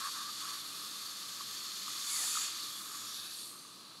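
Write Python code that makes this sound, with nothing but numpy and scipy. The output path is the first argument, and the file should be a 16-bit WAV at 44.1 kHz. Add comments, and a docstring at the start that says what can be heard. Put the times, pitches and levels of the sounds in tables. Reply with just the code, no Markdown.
"""A small clinic room: a dental suction tube hisses close by as air is drawn into its tip.
Water gurgles, slurps and pops, ringing the tube; droplets snap at the tip. Past the middle the air
rushes harder and brighter, with a soft squelch; faint narrow room resonances colour the rush.
Near the end the microphone swings away and the hiss recedes, leaving the duller room sound
and a low machine hum."""
import sys
import numpy as np
from scipy import signal
from scipy.fft import rfft, irfft
from scipy.io import wavfile
from scipy.ndimage import map_coordinates

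SR = 44100
rng = np.random.default_rng(int(sys.argv[2]) if len(sys.argv) > 2 else 0)


def to_wav(sig):
    """Store sig (one row per channel, or 1-D mono) as 16-bit WAV at the path in sys.argv[1].

    Samples outside -1..1 are clipped; the rate is SR.
    """
    pcm = np.clip(np.atleast_2d(sig), -1, 1) * 32767
    pcm = np.round(pcm).astype(np.int16)
    wavfile.write(sys.argv[1], SR, pcm.T)  # frames by channels


N = 176400
TIME_S = np.arange(N) / SR
FREQ_HZ = np.fft.rfftfreq(N, 1 / SR)


def from_db(db):
    """Decibels to gain."""
    return 10 ** (np.asarray(db) / 20)


def unit_rms(x):
    """Scale to rms 1."""
    return x / np.sqrt(np.mean(x ** 2) + 1e-20)


def curves(rows):
    """One curve per column after the time column."""
    time_s, *columns = np.transpose(rows)
    return [np.interp(TIME_S, time_s, column) for column in columns]


def noise(spectrum):
    """Turbulent noise, down 40 dB an octave below the first spectrum point; rms 1."""
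    first_hz, first_db = spectrum[0]
    hz, db = np.transpose([(first_hz / 2, first_db - 40), *spectrum])
    gain = from_db(np.interp(np.log(np.maximum(FREQ_HZ, 1)), np.log(hz), db))
    return unit_rms(irfft(rfft(rng.standard_normal(N)) * gain, N))


def split_bands(x, centres_hz):
    """Overlapping bands that sum to x."""
    spectrum = rfft(x)
    return [irfft(spectrum * np.interp(FREQ_HZ, centres_hz, w), N) for w in np.eye(len(centres_hz))]


def drift(rate_hz):
    """Low-passed random wander; rms 1."""
    return unit_rms(irfft(rfft(rng.standard_normal(N)) / (1 + (FREQ_HZ / rate_hz) ** 2), N))


def resonate(x, hz, width_hz):
    """Two-pole resonance, peak gain 1."""
    r = np.exp(-np.pi * width_hz / SR)
    poles = [1, -2 * r * np.cos(2 * np.pi * hz / SR), r * r]
    return signal.lfilter(np.array([1, 0, -1]) * (1 - r * r) / 2, poles, x + 1e-18)


def body(x, modes):
    """Parallel resonances, each applied twice for steep sides; signs alternate."""
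    return sum((-1) ** k * from_db(db) * resonate(resonate(x, hz, width_hz), hz, width_hz)
               for k, (hz, width_hz, db) in enumerate(modes))


def narrow_noise(hz, width_hz):
    """Noise in one resonance; rms 1."""
    return unit_rms(body(rng.standard_normal(N), [(hz, width_hz, 0)]))


def gliding_noise(hz, width_hz):
    """Noise band whose centre follows a curve; rms about 1."""
    phase = 2 * np.pi * np.cumsum(hz) / SR
    return drift(width_hz / 2) * np.sin(phase) + drift(width_hz / 2) * np.cos(phase)


def grains(per_s, spread_db):
    """Random clicks of uneven size."""
    sizes = from_db(spread_db * np.minimum(rng.exponential(1, N), 4))
    return (rng.random(N) < per_s / SR) * sizes * rng.choice([-1, 1], N)


def trapezoid(start_s, end_s, attack_s, release_s):
    """Gate with linear edges."""
    return np.clip(np.minimum((TIME_S - start_s) / attack_s, (end_s - TIME_S) / release_s), 0, 1)


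def arch(centre_s, half_length_s):
    """Half-cosine swell."""
    return np.cos(np.pi / 2 * np.clip((TIME_S - centre_s) / half_length_s, -1, 1))


# Ventilation spectrum: freq_hz, relative_db
VENT_SPECTRUM = [(25, -16), (50, -32), (75, -21), (100, -11.5), (160, -3), (205, 2.5), (265, -2),
                 (340, -2.5), (420, -4.5), (600, -7.5), (820, -9.5), (980, -7.5), (1500, -20),
                 (2500, -36.5)]
# Room-returned hiss spectrum: freq_hz, relative_db
DIFFUSE_SPECTRUM = [(820, -24), (1400, -22), (1640, -33), (2020, -22.5), (2720, -16), (3330, -15),
                    (4240, -7.5), (5180, -17.5), (9490, -20.5), (10300, -18.5), (12500, -27), (13000, -28),
                    (15500, -32)]


def room(diffuse_db=-55.5, vent_db=-63.5):
    """Steady diffuse hiss and ventilation noise."""
    return from_db(diffuse_db) * noise(DIFFUSE_SPECTRUM) + from_db(vent_db) * noise(VENT_SPECTRUM)


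# Machine partials: pitch_hz, rms_db
HUM_PARTIALS = [(119.8, -78), (296.5, -72.5), (339, -77.5)]


def machine_hum(waver_db=3.5, waver_rad=0.53):
    """Low tones wavering in level and phase."""
    hum = np.zeros(N)
    for hz, db in HUM_PARTIALS:
        amplitude = np.sqrt(2) * from_db(db + waver_db * drift(rate_hz=4.6))
        hum += amplitude * np.sin(2 * np.pi * hz * TIME_S + waver_rad * drift(rate_hz=1.4))
    return hum


# Wet tube resonances: freq_hz, width_hz, gain_db
TUBE_MODES = [(1157, 194, 1), (1289, 135, -4), (1552, 465, -9.5)]


def bubbling(rms, per_s, spread_db):
    """A stream of bubbles rings the tube."""
    bubbles = grains(per_s, spread_db)
    return body(bubbles * rms, TUBE_MODES) / body(bubbles, TUBE_MODES).std()


# Gurgle envelope: time_s, rms_db
GURGLE_LEVELS = [(0, -55), (.8, -54.5), (1.1, -56.5), (1.45, -55.5), (2, -55), (2.4, -55.5), (2.7, -55.5),
                 (2.98, -52), (3.2, -59), (3.4, -64.5), (3.55, -59.5), (4, -62)]
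# Water slurps: start_s, length_s, rms_db
SLURP_BURSTS = [(-0.004, 0.098, -42.6), (0.14, 0.11, -46.5), (0.245, 0.06, -49.5), (0.396, 0.16, -49.5),
                (0.566, 0.012, -44)]


def water(edge_s=0.0041):
    """Continuous gurgle plus slurps of denser bubbles."""
    gurgle_db, = curves(GURGLE_LEVELS)
    gurgle = bubbling(from_db(gurgle_db), per_s=1100, spread_db=1)
    slurp_rms = sum(from_db(db) * trapezoid(start_s, start_s + length_s, edge_s, edge_s)
                    for start_s, length_s, db in SLURP_BURSTS)
    return gurgle + bubbling(slurp_rms, per_s=3500, spread_db=2.2)


# Lone bubbles in the tube: start_s, pitch_hz, peak_db
BUBBLE_POPS = [(0.451, 1265, -36), (1.407, 1150, -37), (1.8795, 1210, -35), (2.353, 1340, -35),
               (2.371, 1236, -30.5), (2.945, 1200, -40)]


def pops(rise_s=0.0024):
    """Each bubble rings up and dies within a few cycles."""
    blips = np.zeros(N)
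    for start_s, hz, db in BUBBLE_POPS:
        age_s = np.maximum(TIME_S - start_s, 0)
        rise = age_s / rise_s
        blips += from_db(db) * (rise * np.exp(1 - rise)) ** 2 * np.sin(2 * np.pi * hz * age_s)
    return blips


# Falling wet resonance: time_s, pitch_hz, level_db
SQUELCH_PATH = [(2.09, 2250, -62), (2.135, 2190, -55), (2.19, 1990, -55), (2.215, 1860, -58),
                (2.24, 1770, -51.5), (2.28, 1750, -68)]


def squelch(gulp_db=-57):
    """A wet resonance slides down, with a low gulp near its end."""
    hz, db = curves(SQUELCH_PATH)
    gate = (TIME_S > SQUELCH_PATH[0][0]) & (TIME_S < SQUELCH_PATH[-1][0])
    slide = from_db(db) * gliding_noise(hz, width_hz=69) * gate
    gulp = arch(centre_s=2.225, half_length_s=0.053) * narrow_noise(hz=660, width_hz=540)
    return slide + from_db(gulp_db) * gulp


# Tip resonances: freq_hz, width_hz, gain_db
TIP_MODES = [(3520, 1300, 0), (4370, 1200, 19), (6660, 2900, -1)]
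# Droplets at the tip: start_s, peak_db
DROPLET_SNAPS = [(.8485, -34), (2.637, -39), (3.144, -31), (3.1995, -29), (3.313, -38), (3.332, -38),
                 (3.349, -41)]


def snaps():
    """Single droplets ring the tip."""
    clicks = np.zeros(N)
    for start_s, db in DROPLET_SNAPS:
        clicks[int(start_s * SR)] += from_db(db)
    impulse_peak = np.abs(body(signal.unit_impulse(SR), TIP_MODES)).max()
    return body(clicks, TIP_MODES) / impulse_peak


def spatter():
    """Fine droplets patter on the tip; rms 1."""
    return unit_rms(body(grains(per_s=380, spread_db=-0.5), TIP_MODES))


# Passing resonances: centre_s, half_length_s, pitch_hz, glide_hz_per_s, width_hz, level_db
HISS_COLOURS = [(2.452, 0.077, 2706, -800, 500, -53), (2.74, 0.1, 3400, -0.5, 220, -54),
                (3.0, .17, 6870, -700, 520, -55.5), (3.12, 0.11, 5430, 2000, 1310, -50),
                (3.189, 0.17, 3685, 800.5, 480, -50), (3.21, 0.21, 1615, 0, 340, -62),
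                (3.276, 0.12, 2566, -500, 230, -61), (3.33, 0.26, 10830, 2, 800, -56),
                (3.46, 0.23, 8580, 999.5, 900, -57.5), (3.48, 0.14, 4180, 400.5, 150, -59),
                (3.616, 0.058, 4620, 1001, 150, -58), (3.617, .1, 6270, 1000, 320, -61.5)]


def passing_colours():
    """Noise bands swell, glide and fade in the hiss as things are moved."""
    bands = np.zeros(N)
    for centre_s, half_s, hz, glide_hz_per_s, width_hz, db in HISS_COLOURS:
        path_hz = hz + glide_hz_per_s * np.clip(TIME_S - centre_s, -half_s, half_s)
        bands += from_db(db) * arch(centre_s, half_s) * gliding_noise(path_hz, width_hz)
    return bands


# Hard airflow spectrum: freq_hz, relative_db
RUSH_SPECTRUM = [(470, -59), (800, -19), (1270, -0.5), (1450, -30), (1770, -22), (2270, -14), (2440, -27),
                 (2630, -20), (3460, -6.5), (4020, -19), (4440, -1.5), (5550, -7.5), (7020, 2.5), (8250, 3),
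                 (8600, -2), (9700, 4), (11100, 0), (15500, -17)]
# Narrow room resonances in the rush: freq_hz, width_hz, relative_db
RUSH_RESONANCES = [(4410, 60, -5), (4510, 60, -5), (4510, 60, -5), (6490, 60, -3), (6940, 50, -3),
                   (7075, 50, -2), (8305, 30, -5), (8955, 35, -4), (9425, 30, -5), (9535, 40, 0),
                   (9825, 45, -1)]


def rush(air_db=-36, resonance_db=-50.5, top_gain_db=-3.5, fade_start_s=2.3, fade_db_per_s=41):
    """Air swells for half a second; the top band fades first."""
    swell = trapezoid(start_s=2.016, end_s=2.528, attack_s=0.12, release_s=0.083)
    resonances = sum(from_db(db) * narrow_noise(hz, width_hz) for hz, width_hz, db in RUSH_RESONANCES)
    air = from_db(air_db) * noise(RUSH_SPECTRUM) + from_db(resonance_db) * resonances
    low, top = split_bands(air, centres_hz=[7056, 8652])
    fade_db = fade_db_per_s * np.maximum(TIME_S - fade_start_s, 0)
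    return swell * (low + top * from_db(top_gain_db - fade_db))


# Paths via nearby surfaces: delay_ms
ECHO_DELAYS_MS = [0.9, 1.9, 2.4, 2.85, 4.5, 6.2, 8.3, 11.4]


def reflections(x, gain=0.074, sway_ms=0.058, swing_start_s=2.7, swing_ms_per_s=-0.35):
    """Weak echoes; delays sway, then slide as the microphone swings away."""
    swing_ms = swing_ms_per_s * np.maximum(TIME_S - swing_start_s, 0)
    delays_ms = [ms + swing_ms + sway_ms * drift(rate_hz=1.65) for ms in ECHO_DELAYS_MS]
    return gain * sum(map_coordinates(x, [(TIME_S - ms / 1000) * SR], order=3) for ms in delays_ms)


# Intake air spectrum: freq_hz, relative_db
HISS_SPECTRUM = [(820, -38), (1400, -10), (1490, -17), (1760, -12), (1930, -15.5), (2270, -16), (2500, -11),
                 (2620, -13.5), (3100, -8.5), (3570, -2.5), (3940, -3), (4170, 0.5), (4590, 0), (4900, -6),
                 (5150, -4.5), (6020, -8), (6450, -6), (6950, -6.5), (7650, -11), (8600, -10.5),
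                 (9100, -9.5), (9900, -18.5), (10400, -12.5), (10700, -13), (11100, -8), (11500, -7.5),
                 (12120, -19), (12500, -13.5), (15500, -25)]
# Tip singing in the airflow: pitch_hz, width_hz, base_db
TIP_SINGING = [(3505, 127, -58.5), (4410, 130, -61.5), (4578, 81, -57)]
# Hiss bands, low to top: centre_hz
BAND_CENTRES_HZ = [2180, 4200, 6900, 9100, 13000]
# Hiss band gains: time_s, low_db, middle_db, upper_db, treble_db, top_db
BAND_GAINS = [(0, 3, 1.5, 2.5, 5.5, -1), (.3, -1, 0.5, 0, 0.5, -1.5), (.48, 5, 0, 4.5, 3.5, 0),
              (.62, 0, -1, -2, 1.5, -0.5), (1.2, 1, -1.5, 0.5, 0, -0.5), (1.8, 2.5, 1, 3, 0, 1),
              (2.05, 5.5, 1, 5, 4.5, 2), (2.42, 10.5, 2.5, 6, 3, 1), (2.66, 0.5, 2, 1.5, 2, 1),
              (2.79, 0, -5.5, -1.5, 2, 1), (3.02, 0.5, -3.5, 1.5, 2, 0), (3.19, -3, -3.5, -3, 1.5, 0),
              (3.3, -3.5, -2, -2.5, -2, -1), (3.44, -7.5, -3, -3.5, 4.5, -4), (3.56, -14, -18, -12, -5, -6),
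              (3.75, -22, -12, -15, -8, -22), (4, -29, -12, -31, -28, -30)]


def suction(hiss_base_db=-44.5, spatter_base_db=-62, flutter_db=0.66):
    """Air drawn into the tip flutters, sings faintly and spatters; nearby surfaces reflect it."""
    gains_db = curves(BAND_GAINS)
    flow = from_db(hiss_base_db) * noise(HISS_SPECTRUM)
    flow += sum(from_db(db) * narrow_noise(hz, width_hz) for hz, width_hz, db in TIP_SINGING)
    air = sum(from_db(db) * band for db, band in zip(gains_db, split_bands(flow, BAND_CENTRES_HZ)))
    droplets = from_db(spatter_base_db + gains_db[1]) * spatter()  # follows the middle band
    direct = air * from_db(flutter_db * drift(rate_hz=22)) + droplets
    return direct + reflections(direct)


def scene():
    """All sources, mono."""
    tip = suction() + snaps() + passing_colours() + rush()
    tube = squelch() + water() + pops()
    return (tip + tube + room() + machine_hum())[None]


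def record(dry, cutoff_hz=15620):
    """Steep elliptic low-pass."""
    return signal.sosfilt(signal.ellip(12, .1, 80, cutoff_hz, fs=SR, output="sos"), dry)


dry = scene()
out = record(dry)
to_wav(out)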